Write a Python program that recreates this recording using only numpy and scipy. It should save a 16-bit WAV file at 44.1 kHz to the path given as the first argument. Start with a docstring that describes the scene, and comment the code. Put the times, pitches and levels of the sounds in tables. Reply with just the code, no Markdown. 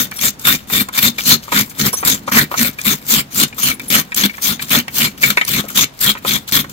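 """A kitchen, close up, on a phone with two microphone ports: a half coconut is grated on an iron blade.
From the start, about four strokes a second: teeth tear the flesh, ringing blade and shell, and the
stand thrums under the load. The blade squeaks faintly for the first second. Between strokes the shell
drags back, knocks and ticks. Bangles clink at the outset, near 2 s and before 4 s. The hardest knocks
come after 5 s; one more clink follows, and the squeak returns on the last strokes."""
import sys
import numpy as np
from scipy import signal
from scipy.io import wavfile
from scipy.ndimage import uniform_filter1d

SR = 44100
rng = np.random.default_rng(int(sys.argv[2]) if len(sys.argv) > 2 else 0)


def unload_audio(sound):
    """Save the sound as a 16-bit wav file, at the path given as the first command line argument."""
    columns = np.transpose(np.atleast_2d(sound))
    # keep every value between -1 and 1, then stretch to whole-number steps
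    steps = np.round(np.clip(columns, -1, 1) * 32767)
    wavfile.write(sys.argv[1], SR, steps.astype(np.int16))


N = 296677
PORT_LEAD = 13  # samples by which the left port hears earlier

# Strokes over the blade: (plateau start [s], plateau length [s], nominal rise [s], tearing level [dB],
# shell level [dB], shell swell [dB], most excited shell pitch [Hz], stand level [dB])
STROKES = [(0.004, 0.031, 0.12, -15, -29, -17, 2740, -28.5),
           (0.212, 0.072, 0.017, -10, -18.5, -3, 2660, -29.5),
           (0.452, 0.1, 0.0087, -14, -17, -2.5, 2470, -25.5),
           (0.729, 0.088, 0.057, -15, -17.5, 1, 2680, -24),
           (0.98, 0.018, 0.012, -18, -23.5, -10, 3240, -32),
           (1.029, 0.052, 0.031, -11, -12.5, -5, 3200, -22),
           (1.261, 0.082, 0.023, -9.5, -10, 4.5, 4500, -22.5),
           (1.523, 0.1, 0.01, -15.5, -14.5, -4.5, 2520, -23.5),
           (1.797, 0.086, 0.03, -15, -17.5, -3.5, 2620, -22),
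           (2.052, 0.092, 0.017, -13.5, -18.5, -3.5, 3300, -27),
           (2.322, 0.11, 0.012, -16, -14.5, -2.5, 2140, -21), (2.577, 0.11, 0.024, -17, -19, -3, 2530, -27),
           (2.852, 0.084, 0.026, -15.5, -17, 1.5, 3080, -25),
           (3.098, 0.098, 0.058, -13.5, -18, 6, 3100, -28.5),
           (3.359, 0.078, 0.046, -14.5, -18.5, 8, 3000, -24),
           (3.639, 0.075, 0.12, -17, -18, 1, 3230, -28.5),
           (3.903, 0.095, 0.0064, -13.5, -14.5, -1, 3000, -25),
           (4.165, 0.093, 0.02, -16, -18, 10.5, 3370, -28),
           (4.429, 0.1, 0.035, -15, -20, 13.5, 3600, -31.5),
           (4.623, 0.0072, 0.027, -20.5, -20.5, 0, 2800, -37),
           (4.706, 0.085, 0.009, -13, -11.5, -0.5, 2750, -23.5),
           (4.974, 0.095, 0.096, -16, -17, 6, 3340, -29), (5.223, 0.09, 0.025, -16, -19, 3.5, 2710, -27.5),
           (5.485, 0.11, 0.029, -16.5, -16.5, 10.5, 3260, -27),
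           (5.76, 0.075, 0.024, -14.5, -16, -1.5, 3160, -26),
           (6.009, 0.094, 0.015, -14.5, -16, 12.5, 3600, -28),
           (6.272, 0.092, 0.044, -18, -16.5, 3, 3400, -28),
           (6.523, 0.081, 0.003, -14.5, -16, -3, 3450, -24.5)]
# Modes of the shell: (frequency [Hz], gain [dB], ring time to -60 dB [s], left minus right [dB])
SHELL_MODES = [(560, 3, 0.03, 10.5), (1103, -1.5, 0.025, 14), (1344, 2, 0.022, -7.5), (1860, 0, 0.024, -6),
               (2286, 2, 0.022, 5), (3050, -6.5, 0.013, -6), (3536, -6, 0.014, 19.5),
               (4240, -0.5, 0.025, 8.5)]
# Modes of the blade: (frequency [Hz], width [Hz], gain [dB], left minus right [dB])
BLADE_MODES = [(4670, 650, -12.5, -14), (6335, 580, 2, 4.5), (7340, 305, 0, -1), (9155, 200, -0.5, 8.5),
               (11520, 380, -2.5, -2.5), (13400, 760, -2.5, 14), (14740, 220, 6, 2.5),
               (15230, 2900, -0.5, 6.5)]


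def rasp():
    """The teeth bite unevenly into the flesh, driving blade and shell; the drag back crackles."""
    *_, tear_db, shell_db, swell_db, _, _ = np.transpose(STROKES)
    drag = undb(drag_db() + 4.4 * walk(40))
    tearing = stroke_gain(tear_db[:, None] + (0.5, 2, -3), edge_db=27, stretch=0.78) + drag
    pressure = stroke_gain(swelling(shell_db, swell_db) + (-4, 0.5, -4), edge_db=40, stretch=0.89)
    pressure += undb(-7.5 + 2.8 * walk(20)) * drag
    bite = undb(1.77 * walk(40) + 1.6 * walk(260)) * snags()
    fine, coarse = grains(alike=0.21, spread_db=1.7), grains(alike=0.5, spread_db=2.5)
    blade = blade_ring(fine)
    shell = shell_ring(coarse) + squeaks(coarse)
    scrape = tearing * catches() * blade
    body = pressure * (catches() * shell + undb(-8) * crunch(per_s=45))
    crackle = drag * undb(-6.5) * crunch(per_s=14)
    return bite * (scrape + body) + crackle


def blade_ring(clicks):
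    """Tearing rings the iron: a bright hiss and high modes whose levels wander."""
    out = undb(-8.5) * ports(5) * band(clicks, 7700, 16750)
    for k, (hz, width, db, pan) in enumerate(BLADE_MODES):
        out += (-1) ** k * undb(db + 3 * walk(30)) * ports(pan) * band(clicks, hz, width)
    return steady(out, 0.035)


def shell_ring(clicks):
    """Tearing rings the shell; grip and heaped flesh change which modes sound from moment to moment."""
    start, length, *_, stroke_hz, _ = np.transpose(STROKES)
    favoured_hz = curve(np.column_stack([start + length / 2, stroke_hz]))
    out = undb(-15.5) * band(clicks, 2900, 6800)
    for k, (hz, db, t60, pan) in enumerate(SHELL_MODES):
        reach_db = -9 * np.abs(np.log2(hz / favoured_hz)) + 3.9 * walk(30)
        width = 4.7 / t60  # pressed flesh damps the shell and widens its modes
        out += (-1) ** k * undb(db + 15 + reach_db) * ports(pan) * band(clicks, hz, width)
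    return steady(out, 0.06)


def squeaks(clicks):
    """The blade squeaks in a narrow band while the grip leaves it free."""
    # Spells of squeaking: (start [s], end [s], frequency [Hz], width [Hz], gain [dB])
    spells = [(-1, 1.12, 3605, 130, -5.5), (6.075, 6.11, 3300, 300, -1.5), (6.27, 6.63, 3420, 330, -9)]
    out = 0
    for start, end, hz, width, db in spells:
        gate = curve([(start - 0.02, 0), (start, 1), (end, 1), (end + 0.022, 0)])
        out += undb(db) * gate * unit(band(band(clicks, hz, width), hz, width))
    return out


def grains(alike, spread_db, lead=PORT_LEAD):
    """Dense clicks of uneven size; the share `alike` of their power is common to both ports."""
    size = undb(spread_db * rng.exponential(size=N))
    shared, left, right = rng.standard_normal((3, N)) * size
    common = np.array([shared, np.roll(shared, lead)])
    return np.sqrt(alike) * common + np.sqrt(1 - alike) * np.array([left, right])


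def crunch(per_s, cycles=5):
    """Wet fibres burst: sparse pops a few cycles long, `per_s` a second at each of eleven pitches."""
    out = 0
    for hz in np.geomspace(1050, 6200, num=11):
        pops = (rng.random(N) < per_s / SR) * rng.standard_normal(N)
        pair = np.array([pops, np.roll(pops, PORT_LEAD)]) * ports(4.6)
        out += band(pair, hz, hz / cycles) * np.sqrt(cycles / hz)
    return unit(out)


def catches(per_s=260, decay_s=0.0017):
    """Single teeth catch at random: the gain jumps and dies away."""
    jumps = (rng.random(N) < per_s / SR) * rng.exponential(size=N) * undb(-7)
    return unit(1 + signal.lfilter([1], [1, -np.exp(-1 / (decay_s * SR))], jumps))


def snags(rise_s=0.0019, fall_s=0.0031):
    """A tooth snags in the flesh: the gain of the bite leaps and falls back."""
    # Snagging teeth: (time [s], jump [dB])
    leaps = [(0.47, 10.5), (0.519, 5), (1.319, 8), (1.864, 4), (2.074, 8), (2.33, 9), (2.386, 10),
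             (2.611, 10), (3.398, 8), (3.434, 10), (4.799, 9), (5.302, 18), (5.841, 11), (6.092, 11)]
    t, db = np.arange(N) / SR, np.zeros(N)
    for s, jump_db in leaps:
        near = slice(int((s - 0.01) * SR), int((s + 0.05) * SR))
        since = t[near] - s
        rise, fall = np.clip(since / rise_s, 0, 1), np.exp((rise_s - since) / fall_s)
        db[near] += jump_db * np.where(since < rise_s, rise, fall)
    return undb(db)


def drag_db(let_go_db=-33, fade_db_per_s=204):
    """The shell slides off after a stroke, fades, touches again and drags on into the next."""
    # The shell meets the blade on its way back: (time [s], drag level [dB])
    returns = [(0.108, -39.5), (0.387, -31.5), (0.668, -36.5), (0.924, -27.5), (1.176, -33.5), (1.423, -35),
               (1.695, -39), (1.922, -35.5), (2.259, -37.5), (2.506, -34.5), (2.777, -36.5), (3.011, -46),
               (3.304, -41.5), (3.575, -33.5), (3.79, -35), (4.112, -45), (4.334, -40.5), (4.589, -39),
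               (4.654, -36), (4.874, -45), (5.172, -32.5), (5.366, -37.5), (5.679, -30.5), (5.933, -34.5),
               (6.219, -40), (6.472, -33), (6.692, -26)]
    start, length, *_ = np.transpose(STROKES)
    ends, points = start + length, []
    for touch, db in returns:
        end = ends[ends < touch].max()
        lifted_db = let_go_db - fade_db_per_s * (touch - end)
        until = max(min(start[start > touch], default=0), touch + 0.022)
        points += [(end, let_go_db), (touch - 0.004, lifted_db), (touch + 0.0071, db), (until, db)]
    return curve(sorted(points))


def stroke_gain(levels_db, edge_db, stretch):
    """Each stroke rises by edge_db, passes through its three levels and lets go with a lingering fall."""
    t, gain = np.arange(N) / SR, np.zeros(N)
    fall_s = stretch * 0.037
    for (start, length, rise, *_), db in zip(STROKES, levels_db):
        end = start + length
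        times = [start - stretch * rise, start, start + length / 2, end, end + 0.57 * fall_s, end + fall_s]
        levels = [db[0] - edge_db, *db, db[-1] - 0.39 * edge_db, db[-1] - edge_db]
        near = slice(max(int(times[0] * SR), 0), int(times[-1] * SR))
        gain[near] += undb(np.interp(t[near], times, levels))
    return gain


def swelling(db, swell_db):
    """Levels at the start, middle and end of each stroke."""
    return db[:, None] + swell_db[:, None] * np.array([-1, 0, 1]) / 2


def knocks(hard_hz=2120):
    """The shell knocks on the blade; knocks pitched under hard_hz land on flesh, broad and damped."""
    # Knocks of the shell: (time [s], peak before the low cut [dB], most excited pitch [Hz])
    hits = [(0.116, -15, 2060), (0.19, -8.5, 3630), (0.7, -12, 1690), (0.886, -12, 1590),
            (0.938, -13, 3640), (1.185, -4, 2080), (1.481, -16, 1200), (1.521, -5.5, 1220),
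            (1.932, -6.5, 1030), (2.029, -6.5, 1250), (2.277, -3.5, 1090), (2.318, -7.5, 1250),
            (2.369, 0.5, 1320), (2.515, -6.5, 1080), (2.541, -4.5, 1280), (2.787, -10, 2200),
            (3.527, -19, 2280), (3.709, -6.5, 2300), (3.581, -17.5, 1380), (3.797, -15, 2540),
            (4.12, -9.5, 2230), (4.236, 2, 3500), (4.295, -11.5, 2300), (4.34, -19, 2230),
            (4.38, -14.5, 1900), (4.595, -10.5, 2320), (4.881, -8, 2170), (5.234, 8, 2290),
            (5.371, -12, 600), (5.373, 5.5, 2200), (5.413, 3, 2320), (5.639, -17, 460), (5.665, -25, 1300),
            (6.152, -11.5, 1210), (6.172, -18, 2270), (6.249, -5.5, 1160), (6.519, -25, 1160),
            (6.643, -17, 1480)]
    out = np.zeros((2, N))
    hz, db, t60, pan = np.transpose(SHELL_MODES)
    for s, peak_db, pitch in hits:
        rattle_s = 0.014 * (pitch / 1000) ** -0.55  # harder, higher knocks rattle for less
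        hardness = min(pitch / hard_hz, 1)
        uneven, detune = rng.standard_normal((2, len(hz)))
        gain_db = db - 26 * hardness * np.abs(np.log2(hz / pitch)) + 0.38 * uneven
        knock = blow(peak_db, hz * (1 + 0.028 * detune), gain_db, t60 * hardness, pan, rattle_s,
                     crack_db=1, crack_hz=0.76 * pitch)
        low_cut = signal.butter(1, 0.3 * pitch, "high", fs=SR)
        add(out, s, signal.lfilter(*low_cut, knock))
    return out


def ticks():
    """A tooth catches the rim: a dry crack and a short ring of the blade."""
    # Ticks on the rim: (time [s], peak [dB])
    hits = [(0.113, -14), (0.395, -15), (0.887, -13), (1.238, -6), (2.8145, -9), (3.796, -15), (4.145, -4),
            (4.37, -19), (4.694, -8), (4.881, -16), (5.1776, -22), (5.3717, -14), (5.45, -6.5),
            (5.9907, -16), (6.5133, -8)]
    out = np.zeros((2, N))
    hz, width, db, pan = np.transpose(BLADE_MODES)
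    t60 = np.log(1000) / (np.pi * width)
    for s, peak_db in hits:
        add(out, s, blow(peak_db, hz, db, t60, pan, rattle_s=0.0035, crack_db=-4, crack_hz=7700))
    return out


def bangles():
    """Two bangles touch and ring; harder touches chatter for longer."""
    # Touches of the bangles: (time [s], peak [dB], bangle [name])
    clinks = [(0.163, -16, "thin"), (0.185, -13, "thin"), (1.695, -28, "wide"), (1.929, -4, "thin"),
              (1.969, -8, "wide"), (2.0053, -14.5, "wide"), (2.05, -11, "wide"), (3.628, -3, "wide"),
              (3.74, -18, "thin"), (3.816, -34, "wide"), (3.882, -12, "thin"), (5.684, -19, "wide")]
    # Modes of the thin and the wide bangle: (frequency [Hz], gain [dB], ring time to -60 dB [s])
    modes = {"thin": [(5620, -7, 0.081), (7660, -6, .055), (8120, -6, .08), (9250, -13, 0.058),
             (11030, 6, 0.052), (12900, -7, .04), (14350, -2, .035), (15100, -11, .035)],
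             "wide": [(6250, -5, 0.076), (9170, -1, .07), (12000, 3, 0.11), (14590, -5, .06)]}
    out = np.zeros((2, N))
    for s, peak_db, which in clinks:
        hz, db, t60 = np.transpose(modes[which])
        uneven, detune, side = rng.standard_normal((3, len(hz)))
        rattle_s = 0.028 * 2 ** (peak_db / 9)  # doubles every 9 dB
        clink = blow(peak_db, hz * (1 + 0.003 * detune), db + 2.8 * uneven, t60, 3 + 3 * side, rattle_s,
                     crack_db=-16.5, crack_hz=11000)
        add(out, s, clink)
    return out


def blow(peak_db, hz, gain_db, t60, pan_db, rattle_s, crack_db, crack_hz):
    """A firm first contact and a rattle of smaller ones, each a crack that rings the modes."""
    t = np.arange(int(0.15 * SR)) / SR
    decay = np.exp(-np.log(1000) * t[:, None] / t60)
    modes = np.sin(2 * np.pi * hz * t[:, None]) * decay * undb(gain_db)
    ring = np.array([modes @ undb(pan_db / 2), modes @ undb(-pan_db / 2)])
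    noise = rng.standard_normal((3, len(t)))
    burst = noise[:2] * np.exp(-t / 0.0012)
    crack = band(band(burst, crack_hz, 1.2 * crack_hz), crack_hz, 1.2 * crack_hz)
    hit = ring / np.abs(ring).max() + undb(crack_db) * crack
    contacts = noise[2] ** 3 * np.exp(-(t / rattle_s) ** 2)
    contacts[0] = 1.33 * np.abs(contacts).max()
    pair = signal.fftconvolve(hit, contacts[None], axes=1)[:, :len(t)]
    return pair * undb(peak_db) / np.abs(pair).max()


def stand():
    """The juddering blade shakes the low modes of its stand, which never quite rest."""
    # Modes of the stand: (frequency [Hz], nominal width [Hz], gain [dB])
    modes = [(61.3, 26, -18), (151.7, 31.7, 0), (206.4, 42, 1), (245.6, 57.4, -2), (324.7, 152, -15)]
    load = stroke_gain(load_db(), edge_db=52.5, stretch=1.58) + undb(-42 + 3 * walk(6.4))
    judder = grains(alike=0.94, spread_db=3.3, lead=3)
    thrum = sum(undb(db) * band(band(judder, hz, 1.37 * width), hz, 1.37 * width)
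                for hz, width, db in modes)
    return band(load * steady(thrum, 0.063), 198, 550)


def load_db():
    """The load on the stand changes through a stroke, growing most where the shell swells."""
    *_, swell_db, _, stand_db = np.transpose(STROKES)
    return swelling(stand_db, 6 + 0.98 * swell_db)


def jolts(pitch_hz=222, swell_s=0.014):
    """The blade digs in and jolts the stand: one low thud, its pitch a little different each time."""
    # Thuds of the stand: (time [s], peak [dB])
    thuds = [(1.064, -16.5), (1.329, -16), (1.56, -15.5), (1.808, -18.5), (1.858, -18), (2.35, -12),
             (2.598, -12.5), (2.867, -17), (3.118, -17.5), (3.929, -17.5), (4.233, -13), (4.764, -17.5),
             (5.007, -17)]
    out, t = np.zeros((2, N)), np.arange(int(0.15 * SR)) / SR
    envelope = t / swell_s * np.exp(1 - t / swell_s)
    for s, peak_db in thuds:
        hz = pitch_hz * (1 + 0.039 * rng.standard_normal())
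        note = undb(peak_db) * envelope * np.sin(2 * np.pi * hz * t)
        add(out, s, np.array([note, note]))
    return out


def grip_rumble():
    """The grip feels half the stand's load in dB and thuds on each stroke, louder at the left port."""
    push = stroke_gain(0.5 * load_db(), edge_db=30, stretch=0.5) + undb(-19)
    noise = unit(band(grains(alike=0.84, spread_db=0, lead=0), 87, 150))
    thuds = band(noise * push * undb(1.3 * walk(4.5)), 78, 185)
    return undb(-24) * thuds * ports(2.1)


def kitchen_tail(dry, t60=0.13, level_db=-17):
    """The kitchen returns a short diffuse tail, unrelated at the two ports."""
    t = np.arange(int(0.3 * SR)) / SR
    envelope = np.exp(-np.log(1000) * t / t60) * (t > 0.004)
    tail = band(rng.standard_normal((2, len(t))) * envelope, 2200, 4200)
    tail /= np.sqrt(np.sum(tail ** 2, axis=1, keepdims=True))
    return undb(level_db) * signal.fftconvolve(dry, tail, axes=1)[:, :N]


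def room_tone():
    """Faint, steady noise of the room, mostly different at each port."""
    return undb(-43) * unit(band(grains(alike=0.17, spread_db=0), 350, 1200))


def undb(db):
    return 10 ** (np.asarray(db) / 20)


def unit(x):
    return x / np.sqrt(np.mean(x ** 2))


def curve(points):
    """Straight lines through (time [s], value) points, one value a sample."""
    return np.interp(np.arange(N) / SR, *np.transpose(points))


def band(x, hz, width):
    """Resonance with gain 1 at its centre."""
    return signal.lfilter(*signal.iirpeak(hz, hz / width, SR), x)


def walk(per_s):
    """Glides between random levels, per_s of them a second; RMS 1."""
    hold = int(SR / per_s)
    steps = np.repeat(rng.standard_normal(N // hold + 1), hold)
    return unit(uniform_filter1d(steps, hold)[:N])


def steady(x, span_s):
    """Divides the slow swell out, so that only the colour wanders."""
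    return x / np.sqrt(uniform_filter1d(np.mean(x ** 2, axis=0), int(span_s * SR)))


def ports(pan_db):
    """Left and right gains for a level difference."""
    return undb(np.array([[pan_db], [-pan_db]]) / 2)


def add(out, s, pair):
    """Mixes a sound in at time s, later at the right port."""
    for channel, lag in enumerate((0, PORT_LEAD)):
        at = int(s * SR) + lag
        out[channel, at:at + pair.shape[1]] += pair[channel, :N - at]


def scene():
    """Grating and bangles up close with a little kitchen around them, over the low sounds and room tone."""
    close = rasp() + knocks() + bangles() + ticks()
    return close + kitchen_tail(close) + stand() + jolts() + grip_rumble() + room_tone()


def record(dry):
    """The phone clips peaks near full scale and cuts the treble above 15750 Hz."""
    high_cut = signal.ellip(10, 0.2, 80, 15750, fs=SR, output="sos")
    return signal.sosfilt(high_cut, np.clip(dry, -0.97, 0.97))


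dry = scene()
out = record(dry)
unload_audio(out)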